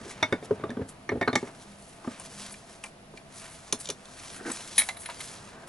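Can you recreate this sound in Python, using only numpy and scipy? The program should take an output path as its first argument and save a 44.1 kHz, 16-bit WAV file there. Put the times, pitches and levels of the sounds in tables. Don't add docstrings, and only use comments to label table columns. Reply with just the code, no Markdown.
import sys
import numpy as np
from scipy import signal
from scipy.fft import rfft, irfft
from scipy.io import wavfile
from scipy.ndimage import uniform_filter1d

SR = 44100
rng = np.random.default_rng(int(sys.argv[2]) if len(sys.argv) > 2 else 0)


def gain_from_db(level_db):
    decades = np.asarray(level_db, float) / 20
    return 10 ** decades


def digitize_waveform(pressure):
    field = np.atleast_2d(pressure).T
    bounded = np.clip(field, -1, 1)
    quanta = np.round(bounded * 32767).astype(np.int16)
    wavfile.write(sys.argv[1], SR, quanta)


N = 250488
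TIME = np.arange(N) / SR
GRIP_S = 0.044

# freq_hz, level_db, t60_s
BENCH_MODES = [(95.6, -17.5, 0.42), (177, -14, 0.13), (249.7, -8.5, 0.11), (299, -10.5, 0.13),
               (426, -2.5, 0.085), (490, -5, 0.033)]
# freq_hz, level_db, t60_s
HOUSING_MODES = [(621, -10.5, 0.24), (875, -21, 0.026), (850, -24, 0.084), (990, -11, 0.011),
                 (1206, -11.5, 0.058), (1500, -50, 0.22), (1560, -6.5, 0.041)]


def unit(x):
    return x / np.sqrt(np.mean(x ** 2))


def shape(table):
    hz, value = np.transpose(table)
    bin_hz = np.arange(N // 2 + 1) * SR / N + 1
    return np.interp(np.log(bin_hz), np.log(hz), value)


def noise(gain):
    return unit(irfft(rfft(rng.standard_normal(N)) * gain, N))


def band(lo_hz, hi_hz):
    hz = np.arange(N // 2 + 1) * SR / N + 1
    return 1 / np.sqrt((1 + (lo_hz / hz) ** 6) * (1 + (hz / hi_hz) ** 6))


def walk(rate_hz):
    k = int(SR / rate_hz)
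    held = np.repeat(rng.standard_normal(N // k + 1), k)
    return 1.8 * uniform_filter1d(uniform_filter1d(held, k), k)[:N]


def gesture(s, db, build_s, let_go_s):
    roundness = 0.96
    away_s = TIME[::32] - s[:, None]
    scale_s = np.where(away_s < 0, build_s[:, None], let_go_s[:, None])
    part = np.abs(away_s) / np.clip(scale_s, .002, 2)
    gains = gain_from_db(db[:, None] - 20 * part ** roundness)
    return np.interp(TIME, TIME[::32], np.sqrt(np.sum(gains ** 2, axis=0)))


def ring(modes, scatter_db, detune, beat=0):
    hz, db, t60_s = np.transpose(modes)[:, :, None]
    chance = rng.standard_normal((4, len(modes), 1))
    t = TIME[:4096]
    decay = np.exp(-np.log(1000) * t / np.clip(t60_s, .02, .3))
    twin_hz = np.minimum(hz, 3000) * .03 * chance[2]
    depth = beat * np.clip(hz / 2000, 0, 1)
    throb = 1 + depth * np.cos(2 * np.pi * twin_hz * t + 2 * chance[3])
    tone = np.sin(2 * np.pi * hz * (1 + detune * chance[1]) * t)
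    return np.sum(gain_from_db(db + scatter_db * chance[0]) * decay * throb * tone, axis=0)


def blows(times_s, levels_db, modes, edges_hz, contact_s, tail_db, tail_t60_s):
    out, t = np.zeros(N + 4096), TIME[:4096]
    lo_hz, hi_hz = edges_hz
    body = signal.butter(2, np.clip([1.05 * lo_hz, 0.88 * hi_hz], 30, 20000), "band", fs=SR, output="sos")
    swell = (1 - np.exp(-t / contact_s)) ** 2 * np.exp(-(t / GRIP_S) ** 2)
    width_gain = np.sqrt(SR / 2 / (hi_hz - lo_hz))
    tail = gain_from_db(tail_db) * width_gain * np.exp(-np.log(1000) * t / tail_t60_s)
    for s, db in zip(times_s, levels_db):
        at = int(s * SR)
        sound = tail * rng.standard_normal(4096)
        if modes:
            sound = sound + ring(modes, scatter_db=2, detune=.0015, beat=.6)
        sound = signal.sosfilt(body, sound * swell)
        out[at:at + 4096] += gain_from_db(db) * sound / np.abs(sound).max()
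    return out[:N]


def clanks(table, rim_modes, bench_modes, housing_modes, upper_modes):
    s, rim, bench, housing, edge = np.transpose(table)
    out = blows(s, rim, rim_modes, (1600, 2800), contact_s=0.00073, tail_db=-6, tail_t60_s=0.021)
    out += blows(s, bench, bench_modes, (105, 600), contact_s=0.00044, tail_db=-3.5, tail_t60_s=0.075)
    out += blows(s, housing, housing_modes, (600, 1650), contact_s=0.00034, tail_db=4.2, tail_t60_s=0.034)
    out += blows(s, edge, upper_modes, (2800, 6500), contact_s=0.00087, tail_db=-3.5, tail_t60_s=0.021)
    out += blows(s, edge - 14, [], (6000, 12000), contact_s=0.00033, tail_db=0, tail_t60_s=0.042)
    return out


def housing_knocks():
    # start_s, rim_db, bench_db, housing_db, edge_db
    first_knocks = [
        (0.109, -41, -46, -40, -56),
        (0.2262, -26, -20.5, -14.5, -21.5),
        (0.2294, -13.5, -30, -29, -30),
        (0.324, -24.5, -15, -21, -27.5),
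        (0.4254, -45, -32, -53, -49),
        (0.637, -54, -25.5, -26.5, -44.5),
        (0.7033, -53, -49, -47, -50),
    ]
    # freq_hz, level_db, t60_s
    rim_modes = [(1680, -27, 0.13), (2190, 0.5, 0.055), (2320, -1, 0.04), (2080, -3, 0.035)]
    upper_rim_modes = [(3360, -31, 0.013), (3618, 2.5, 0.064), (4910, -11, 0.071), (4530, -12, 0.057),
                       (5910, -1.5, 0.028)]
    # start_s, rim_db, bench_db, housing_db, edge_db
    turned_knocks = [(1.0904, -23, -26.5, -26.5, -40), (1.1014, -39, -52, -45, -45),
                     (1.1174, -61, -21.5, -39, -51), (1.2114, -22, -20, -20, -31.5),
                     (1.2244, -19, -25, -34, -35), (1.2754, -53, -16, -17, -34.5),
                     (1.2795, -33, -17.5, -14.5, -34), (1.3289, -25, -21.5, -30, -30.5),
                     (1.3534, -20.5, -20.5, -19, -21), (1.3568, -15.5, -18, -20, -27),
                     (1.4272, -43, -28, -35, -47), (1.4731, -42, -56, -35.5, -44)]
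    # freq_hz, level_db, t60_s
    turned_rim = [(1779, -2.5, 0.04), (1818, -4.5, 0.059), (1934, -8, 0.089), (2200, 1, 0.078),
                  (2287, -0.5, 0.023)]
    turned_bench = [(102, -19, .14), (179.5, -15.5, 0.25), (262, -6, 0.088), (394, -10.5, 0.092),
                    (424, -1.5, 0.056), (540, -17, 0.096)]
    turned_housing = [(733, -6, 0.06), (850, 2, 0.025), (1028, -11, 0.071), (1168, -3.5, 0.063),
                      (1350, -9, 0.048), (1450, -5.5, 0.036)]
    turned_upper = [(3150, -10, 0.025), (3640, -9, 0.049), (4190, -8.5, 0.018), (4600, -15, 0.019),
                    (5850, -11, 0.025)]
    first = clanks(first_knocks, rim_modes, BENCH_MODES, HOUSING_MODES, upper_rim_modes)
    return first + clanks(turned_knocks, turned_rim, turned_bench, turned_housing, turned_upper)


def thuds():
    # start_s, bench_db, housing_db
    bumps = [(0.508, -14.5, -30.5), (0.596, -34, -59), (0.692, -31.5, -44), (0.713, -34.5, -57),
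             (0.768, -24, -36.5), (0.793, -29, -59), (1.336, -30, -41), (2.044, -43, -36.5),
             (2.074, -35, -31.5), (3.135, -40, -47), (3.727, -26.5, -55), (3.891, -29.5, -52),
             (4.411, -46, -70)]
    s, bench, housing = np.transpose(bumps)
    out = blows(s, bench, BENCH_MODES, (100, 600), contact_s=0.0012, tail_db=-4.0, tail_t60_s=0.038)
    out += blows(s, housing, HOUSING_MODES, (600, 1500), contact_s=0.0025, tail_db=1.2, tail_t60_s=0.022)
    return out


def lone_modes():
    # start_s, level_db, freq_hz, t60_s
    boards = [(.012, -29, 220, 0.048), (.029, -35, 169, 0.047), (.064, -31.5, 357, 0.038),
              (.426, -38, 436, .12), (.508, -16, 423, 0.1), (.598, -38, 422, .12), (.637, -29, 425, 0.19),
              (.695, -23, 214, 0.045), (.713, -26, 235, .05), (.77, -26, 190, 0.069),
              (.791, -27, 422, 0.15), (.803, -27, 252, 0.12), (1.118, -28, 425, 0.093),
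              (1.15, -27, 300, 0.086), (1.166, -32, 425, 0.083), (1.276, -30, 404, 0.06),
              (1.278, -25, 250, .1), (1.428, -26.5, 408, .07), (2.046, -38, 330, .05),
              (2.074, -33, 520, .04), (2.118, -41, 520, .05), (2.128, -40, 210, .05), (2.2, -43, 540, .04),
              (2.075, -17.5, 234, 0.057), (4.785, -40.5, 250, 0.12), (3.733, -30, 221, 0.08),
              (3.895, -21, 405, 0.046), (4.411, -37, 390, .05), (4.458, -35, 325, .2),
              (4.497, -35, 219, .12)]
    # start_s, level_db, freq_hz, t60_s
    steel_spots = [(.109, -35.5, 2017, 0.044), (.227, -25, 3618, 0.065), (.229, -28.5, 5850, 0.031),
                   (0.324, -28, 1500, 0.056), (.228, -27, 942, 0.093), (.326, -34.5, 1793, 0.11),
                   (.509, -26, 790, 0.045), (0.637, -31.5, 1178, 0.065), (.694, -45, 3600, 0.027),
                   (.638, -31, 660, 0.11), (0.704, -36, 1750, 0.042), (1.091, -31.5, 1796, .11),
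                   (1.091, -43, 5850, 0.027), (1.096, -31, 2185, 0.09), (1.093, -45, 4170, .04),
                   (1.212, -38, 5850, 0.026), (1.228, -41, 3640, 0.089), (1.277, -28.5, 1150, .08),
                   (1.279, -26, 1495, 0.064), (1.294, -38, 4180, .03), (1.33, -42, 3650, 0.11),
                   (1.212, -22, 676, .06), (1.2245, -25.5, 1810, 0.078), (1.277, -37, 4110, 0.06),
                   (1.354, -27, 4540, 0.028), (1.354, -27, 5890, 0.044), (1.357, -43, 3640, 0.061),
                   (2.076, -32, 1170, 0.048), (2.2, -44, 830, .04), (2.217, -42, 1100, .05),
                   (2.838, -32, 2650, 0.024), (2.838, -35.5, 2940, 0.028), (2.842, -38, 2050, .04),
                   (2.859, -41, 2340, 0.035), (3.7257, -15.5, 3700, .012), (3.7258, -13.5, 6500, 0.011),
                   (3.728, -21, 10450, 0.0098), (3.727, -34, 1063, 0.056), (3.8991, -27.5, 2660, .015),
                   (3.9025, -23, 5920, 0.018), (4.517, -27.5, 7900, 0.023), (4.787, -19.5, 3835, 0.058),
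                   (4.782, -23.5, 2210, .12), (4.889, -27, 2073, .09), (4.888, -27, 6860, .015),
                   (4.886, -31.5, 10880, 0.036), (5.097, -33.5, 2800, 0.028), (5.098, -36, 1450, .03),
                   (5.059, -42, 4120, .03),
                   (3.7255, -27, 1750, .02), (3.7258, -26, 2920, 0.014), (3.856, -38, 3200, 0.017),
                     (3.856, -33, 7200, .015), (3.872, -38, 7000, .015), (3.888, -36, 3100, .015),
                     (4.7792, -24, 6000, .015), (4.785, -26, 6700, .012), (4.79, -31, 5630, .04),
                     (4.781, -26, 4500, .02), (4.796, -29, 4150, .03), (4.8, -31, 3200, .04),
                     (4.818, -29, 2200, 0.056), (4.968, -36.5, 10900, 0.054), (4.969, -41, 900, .03),
                     (5.034, -42, 2200, .04), (5.058, -37, 10390, 0.064), (5.058, -38, 3300, .015),
                     (5.098, -41, 4200, .025), (5.16, -45, 3200, .03), (5.172, -43, 4700, .03),
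                     (5.205, -42, 6400, .03)]
    rattle_hz, rattle_db, rattle_rad = 260, 3.5, .55
    out, t = np.zeros(N + 4096), TIME[:4096]
    shake_db = rattle_db * np.pad(walk(rattle_hz), (0, 4096))
    shake_rad = rattle_rad * np.pad(walk(rattle_hz), (0, 4096))
    for s, db, hz, t60_s in boards + steel_spots:
        at = int(s * SR)
        loose = min(hz / 2000, 1)
        swell = (1 - np.exp(-t * hz / 0.6)) * np.exp(-(t / GRIP_S) ** 2)
        fading = gain_from_db(db - 60 * t / t60_s + loose * shake_db[at:at + 4096])
        tone = np.sin(2 * np.pi * hz * t + loose * shake_rad[at:at + 4096])
        out[at:at + 4096] += swell * fading * tone
    return out[:N]


def clinks(table, seat_modes, housing_modes, cage_modes, race_modes, race_hz, race_tail_db, cage_db):
    s, seat, housing, crack, race = np.transpose(table)
    out = blows(s, seat, seat_modes, (1600, 2800), contact_s=0.0004, tail_db=2.2, tail_t60_s=0.048)
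    out += blows(s, housing, housing_modes, (600, 1650), contact_s=0.00021, tail_db=2.2, tail_t60_s=0.079)
    out += blows(s, seat + cage_db, cage_modes, (2800, 5000), contact_s=0.000093, tail_db=0, tail_t60_s=0.064)
    out += blows(s, crack, [], (5000, 9200), contact_s=0.00067, tail_db=0, tail_t60_s=0.027)
    out += blows(s, race, race_modes, (race_hz, 13000), contact_s=0.0017, tail_db=race_tail_db, tail_t60_s=0.012)
    return out


def bearing_fitting():
    # start_s, seat_db, housing_db, crack_db, race_db
    seat_clinks = [
        (4.7791, -20, -28, -17.5, -9),
        (4.7843, -23.5, -40, -19.5, -15),
        (4.7905, -24, -38, -27, -24),
        (4.7964, -25, -40, -31, -17),
        (4.8066, -39, -31, -31, -36),
        (4.8179, -26.5, -33, -31, -47),
    ]
    # freq_hz, level_db, t60_s
    seat_modes = [(2210, -4.5, 0.06), (1920, -18, 0.026), (2510, -0.5, 0.052)]
    cage_modes = [(3208, -9, 0.037), (3450, 1.5, 0.018), (3835, 0, 0.078), (4700, -2, 0.025)]
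    race_modes = [(9475, -9, .07), (9528, -12, .08), (9647, -22, .15), (10384, -1, .09), (10440, -9, .07),
                  (10935, 0, .055)]
    # start_s, seat_db, housing_db, crack_db, race_db
    settling_taps = [
        (4.8874, -24, -27, -31, -34),
        (4.9686, -38, -39.5, -52, -33),
        (5.058, -34, -45, -39, -33),
        (5.0884, -50, -28.5, -44, -56),
        (5.0978, -33.5, -38, -46, -38),
        (5.2051, -32.5, -42, -48, -31),
    ]
    # freq_hz, level_db, t60_s
    settled_seat = [(2087, -2, 0.03), (2225, 2.2, 0.044), (2460, 0, 0.033)]
    settled_housing = [(682, 0, 0.076), (793, 6, 0.038), (877, -4, 0.044)]
    settled_cage = [(3120, -8, 0.02), (3580, -13, 0.02), (3970, -1, 0.018), (4500, -3, .022)]
    landing = clinks(seat_clinks, seat_modes, HOUSING_MODES, cage_modes, race_modes,
                     race_hz=8700, race_tail_db=-21.5, cage_db=-0.5)
    settling = clinks(settling_taps, settled_seat, settled_housing, settled_cage, [],
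                      race_hz=9700, race_tail_db=0, cage_db=-3)
    return landing + settling


def ticks():
    # start_s, ping_db, housing_db, crack_db, sharpness_db
    tick_events = [(0.703, -43, -60, -43.5, -1.5), (1.354, -54, -50, -24, -0.5),
                   (2.1964, -49, -42, -44.5, 12), (2.5399, -39.5, -64, -47, -5),
                   (2.8381, -33, -37.5, -36.5, 6), (2.8587, -39, -61, -46, -1),
                   (3.1732, -37.5, -68, -47, -7), (3.7243, -27.5, -29.5, -17.5, -1),
                   (3.855, -60, -55, -35.5, -4.5), (3.871, -44, -50, -38.5, -5),
                   (3.888, -42, -38, -27.5, 0), (3.9, -33.5, -35, -24, -1), (4.054, -65, -60, -43.5, -3.5),
                   (4.3, -44, -49, -42, -2), (4.5171, -49, -52, -32.5, 2)]
    # freq_hz, level_db, t60_s
    ping_modes = [(1844, -5, 0.027), (2390, 7, 0.025), (2580, -13, 0.011)]
    s, ping, housing, crack, sharp = np.transpose(tick_events)
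    out = blows(s, ping, ping_modes, (1600, 3000), contact_s=0.00029, tail_db=0, tail_t60_s=0.044)
    out += blows(s, housing, [], (600, 1650), contact_s=0.00073, tail_db=0, tail_t60_s=0.088)
    out += blows(s, crack - sharp, [], (2800, 5000), contact_s=0.00047, tail_db=0, tail_t60_s=0.013)
    out += blows(s, crack, [], (5000, 8000), contact_s=0.0003, tail_db=0, tail_t60_s=0.03)
    out += blows(s, crack + sharp, [], (8000, 12000), contact_s=0.0022, tail_db=0, tail_t60_s=0.0096)
    return out


def drags(table, wood_modes, steel_modes, low_hz):
    grit = rng.standard_normal(N) * gain_from_db(2.85 * walk(140))
    t = TIME[:4096]
    wood_ring = ring(wood_modes, scatter_db=0, detune=0) * np.exp(-t / .014)
    steel_ring = ring(steel_modes, scatter_db=0, detune=0) * np.exp(-t / .002)
    wood = unit(signal.fftconvolve(grit, wood_ring)[:N])
    steel = unit(signal.fftconvolve(grit, steel_ring)[:N])
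    s, wood_db, steel_db, build_s, let_go_s = np.transpose(table)
    out = wood * gesture(s, wood_db, build_s, let_go_s) + steel * gesture(s, steel_db, build_s, let_go_s)
    return signal.sosfilt(signal.butter(3, low_hz, "high", fs=SR, output="sos"), out)


def housing_drags():
    # peak_s, bench_db, housing_db, build_s, let_go_s
    scrapes = [
        (0.03, -43, -57, 0.13, 0.12),
        (0.808, -38.5, -53, 0.027, 0.097),
        (1.125, -28, -60, 0.011, .06),
        (1.442, -44, -49, 0.0043, 0.027),
        (1.165, -31, -64, 0.053, 0.045),
        (1.47, -51, -50, .03, 0.068),
        (2.08, -42, -45, 0.012, 0.045),
        (2.11, -56, -52, .02, 0.088),
        (5.55, -83, -51.5, 0.14, 1),
    ]
    return drags(scrapes, BENCH_MODES, HOUSING_MODES, low_hz=65.5)


def bearing_slide():
    # peak_s, bench_db, steel_db, build_s, let_go_s
    strokes = [
        (4.41, -47, -45.5, 0.054, 0.016),
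        (4.465, -34, -36.5, 0.019, 0.052),
        (4.505, -29.5, -33, 0.059, 0.028),
    ]
    # freq_hz, level_db, t60_s
    slide_wood = [(288, -5, 0.039), (330, -4.5, 0.068), (465, -8, 0.14)]
    slide_steel = [(774, 3, 0.018), (1260, -6, 0.032), (1526, 6, 0.045), (1750, -19, .04)]
    return drags(strokes, slide_wood, slide_steel, low_hz=220)


def folds(low_hz, count, shared_db):
    out = 0
    for hz in low_hz * 2 ** (np.arange(count) / 4):
        flicker = gain_from_db(shared_db + 2.2 * walk(30))
        out = out + np.sqrt(hz) * flicker * noise(band(hz / 1.43, hz * 1.6))
    return unit(out)


def rustle():
    # peak_s, level_db, build_s,
    # let_go_s, brightness_db
    swishes = [(0.02, -55, .3, .4, -9), (0.116, -45, 0.063, 0.033, 0), (0.2, -61, 0.19, 0.45, -25),
               (0.456, -44.5, 0.034, 0.0098, 5.5), (0.49, -67, 0.055, 0.99, -30),
               (0.891, -50.5, 0.013, 0.03, 15), (1.47, -54.5, 0.24, 0.1, -11), (1.62, -52, 0.071, 0.24, 1),
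               (1.88, -59.5, 0.96, 0.46, 9.5), (2.11, -51, 0.16, 0.13, -13), (2.202, -50, .008, 0.13, 0),
               (2.26, -45.5, 0.11, 0.046, 5.5), (2.401, -43, 0.16, 0.27, 3.5),
               (2.525, -50.5, 0.022, 0.02, 19), (2.698, -52, 0.04, 0.22, 2), (2.88, -55, 0.12, 0.037, 8),
               (3.182, -55.5, 0.057, 0.022, 3),
               (3.385, -50.5, 0.068, 0.083, 12.5), (3.44, -53, 0.13, 0.18, -13),
               (3.54, -52, 0.16, 0.093, 11), (3.68, -54.5, 0.49, 0.38, -3),
               (3.805, -47.5, 0.027, 0.068, 11.5), (3.848, -46, 0.046, 0.044, 7),
               (4.04, -58.5, 0.15, 0.52, 1), (4.19, -49.5, 0.15, 0.58, 1.5),
               (4.366, -44.5, 0.1, 0.043, 9.5), (4.463, -43.5, 0.019, 0.4, 5),
               (4.53, -46.5, 0.045, 0.03, 14.5), (4.62, -46.5, 0.6, 0.6, 0.5),
               (4.776, -41.5, 0.036, 0.16, 12.5), (4.85, -49, .05, 0.046, 0.5), (5.0, -54, 0.025, 0.09, 17),
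               (5.061, -45, 0.0066, 0.01, -14), (5.12, -49.5, 0.14, 0.19, -4),
               (5.204, -44.5, 0.066, 0.19, 5.5), (5.285, -46, 0.081, 0.11, 4),
               (5.39, -52.5, 0.12, 0.38, -9.5), (5.678, -51.5, 0.012, 0.12, 10)]
    top_steepness, low_steepness = 0.94, 0.76
    low_db, low_tilt = -3.5, 0.49
    s, db, build_s, let_go_s, bright_db = np.transpose(swishes)
    top = gesture(s, db + bright_db, build_s / top_steepness, let_go_s / top_steepness)
    middle = gesture(s, db, build_s, let_go_s)
    low = gesture(s, db + low_db - low_tilt * bright_db, build_s / low_steepness, let_go_s / low_steepness)
    shared_db = .8 * walk(45) + 1.5 * walk(500)
    out = top * folds(14100, count=3, shared_db=shared_db)
    out += middle * folds(3740, count=4, shared_db=shared_db)
    out += low * folds(770, count=6, shared_db=shared_db)
    return out


def garage():
    # freq_hz, density_db
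    air_spectrum = [(20, -3), (38, -1.5), (110, 2.5), (200, -2.5), (640, -5.5), (2000, -13.5),
                    (8000, -27.5), (11000, -22)]
    # time_s, level_db
    low_swell = [(0.0, -53.5), (0.68, -47), (0.842, -52.5), (1.12, -56.5), (1.28, -48), (1.47, -51),
                 (1.82, -56), (2.34, -53.5), (3.1, -56.5), (4.81, -53.5), (5.68, -53.5)]
    # centre_hz, width_hz, level_db
    shell_hums = [(150.6, 14, -64.5), (201, 11.6, -60.5), (251.7, 17, -66), (670.4, 66, -61),
                  (764, 80, -78)]
    hz = np.arange(N // 2 + 1) * SR / N
    s, swell_db = np.transpose(low_swell)
    swelling = band(87, 1450)
    spectrum = gain_from_db(shape(air_spectrum))
    out = noise(spectrum * (1 - swelling)) * gain_from_db(-58)
    out += noise(spectrum * swelling) * gain_from_db(np.interp(TIME, s, swell_db) + 1.0)
    for centre_hz, width_hz, db in shell_hums:
        out += gain_from_db(db + 0.6 * walk(4.9)) * noise(1 / (1 + (2 * (hz - centre_hz) / width_hz) ** 2))
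    return out


def room(near):
    t60_s, level_db = 0.11, -9
    t = TIME[:16384]
    tails = rng.standard_normal((2, 16384)) * np.exp(-np.log(1000) * t / t60_s) * (t > .003)
    colour = rfft(tails)
    tails = irfft(colour / np.sqrt(uniform_filter1d(np.abs(colour) ** 2, size=75)))
    tails *= gain_from_db(level_db) / np.sqrt(np.sum(tails ** 2, axis=1, keepdims=True))
    return signal.fftconvolve(near[None], tails, axes=1)[:, :N]


def clutter(near):
    scatter = rng.standard_normal(1024) * np.exp(-TIME[:1024] / 0.0018)
    return gain_from_db(-10) * signal.fftconvolve(near, scatter / np.sqrt(np.sum(scatter ** 2)))[:N]


def ports(mid, other):
    # freq_hz, level_db
    side_level = [(60, -21), (110, -23), (190, -19.5), (350, -12), (630, -9.5), (2020, -2), (3630, -3.5),
                  (11700, -4)]
    # freq_hz, level_db
    balance = [(60, 0.2), (400, -0.5), (1500, 0), (2500, -0.5), (5000, 0.5), (11700, 1.5)]
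    tilt = np.tanh(shape(balance) * np.log(10) / 40)
    spread = gain_from_db(shape(side_level) - 3.0)
    side = irfft(rfft(mid) * (tilt + 1j * spread * gain_from_db(-3.0)) + rfft(other) * spread, N)
    return np.array([mid + side, mid - side])


def scene():
    housing = housing_knocks() + thuds() + housing_drags()
    bearing = bearing_fitting() + ticks() + bearing_slide()
    near = housing + bearing + lone_modes() + rustle()
    wet = room(near)
    drone = garage()
    other = clutter(near) + gain_from_db(-1.0) * wet[1] + gain_from_db(5.5) * drone[::-1]
    return ports(near + wet[0] + drone, other)


def band_limit(x):
    return signal.sosfilt(signal.butter(12, 12320, fs=SR, output="sos"), x)


def record(dry):
    top_hz = 11080
    mix = signal.sosfilt(signal.ellip(11, .3, 66, top_hz, fs=SR, output="sos"), dry)
    return band_limit(mix)


dry = scene()
out = record(dry)
digitize_waveform(out)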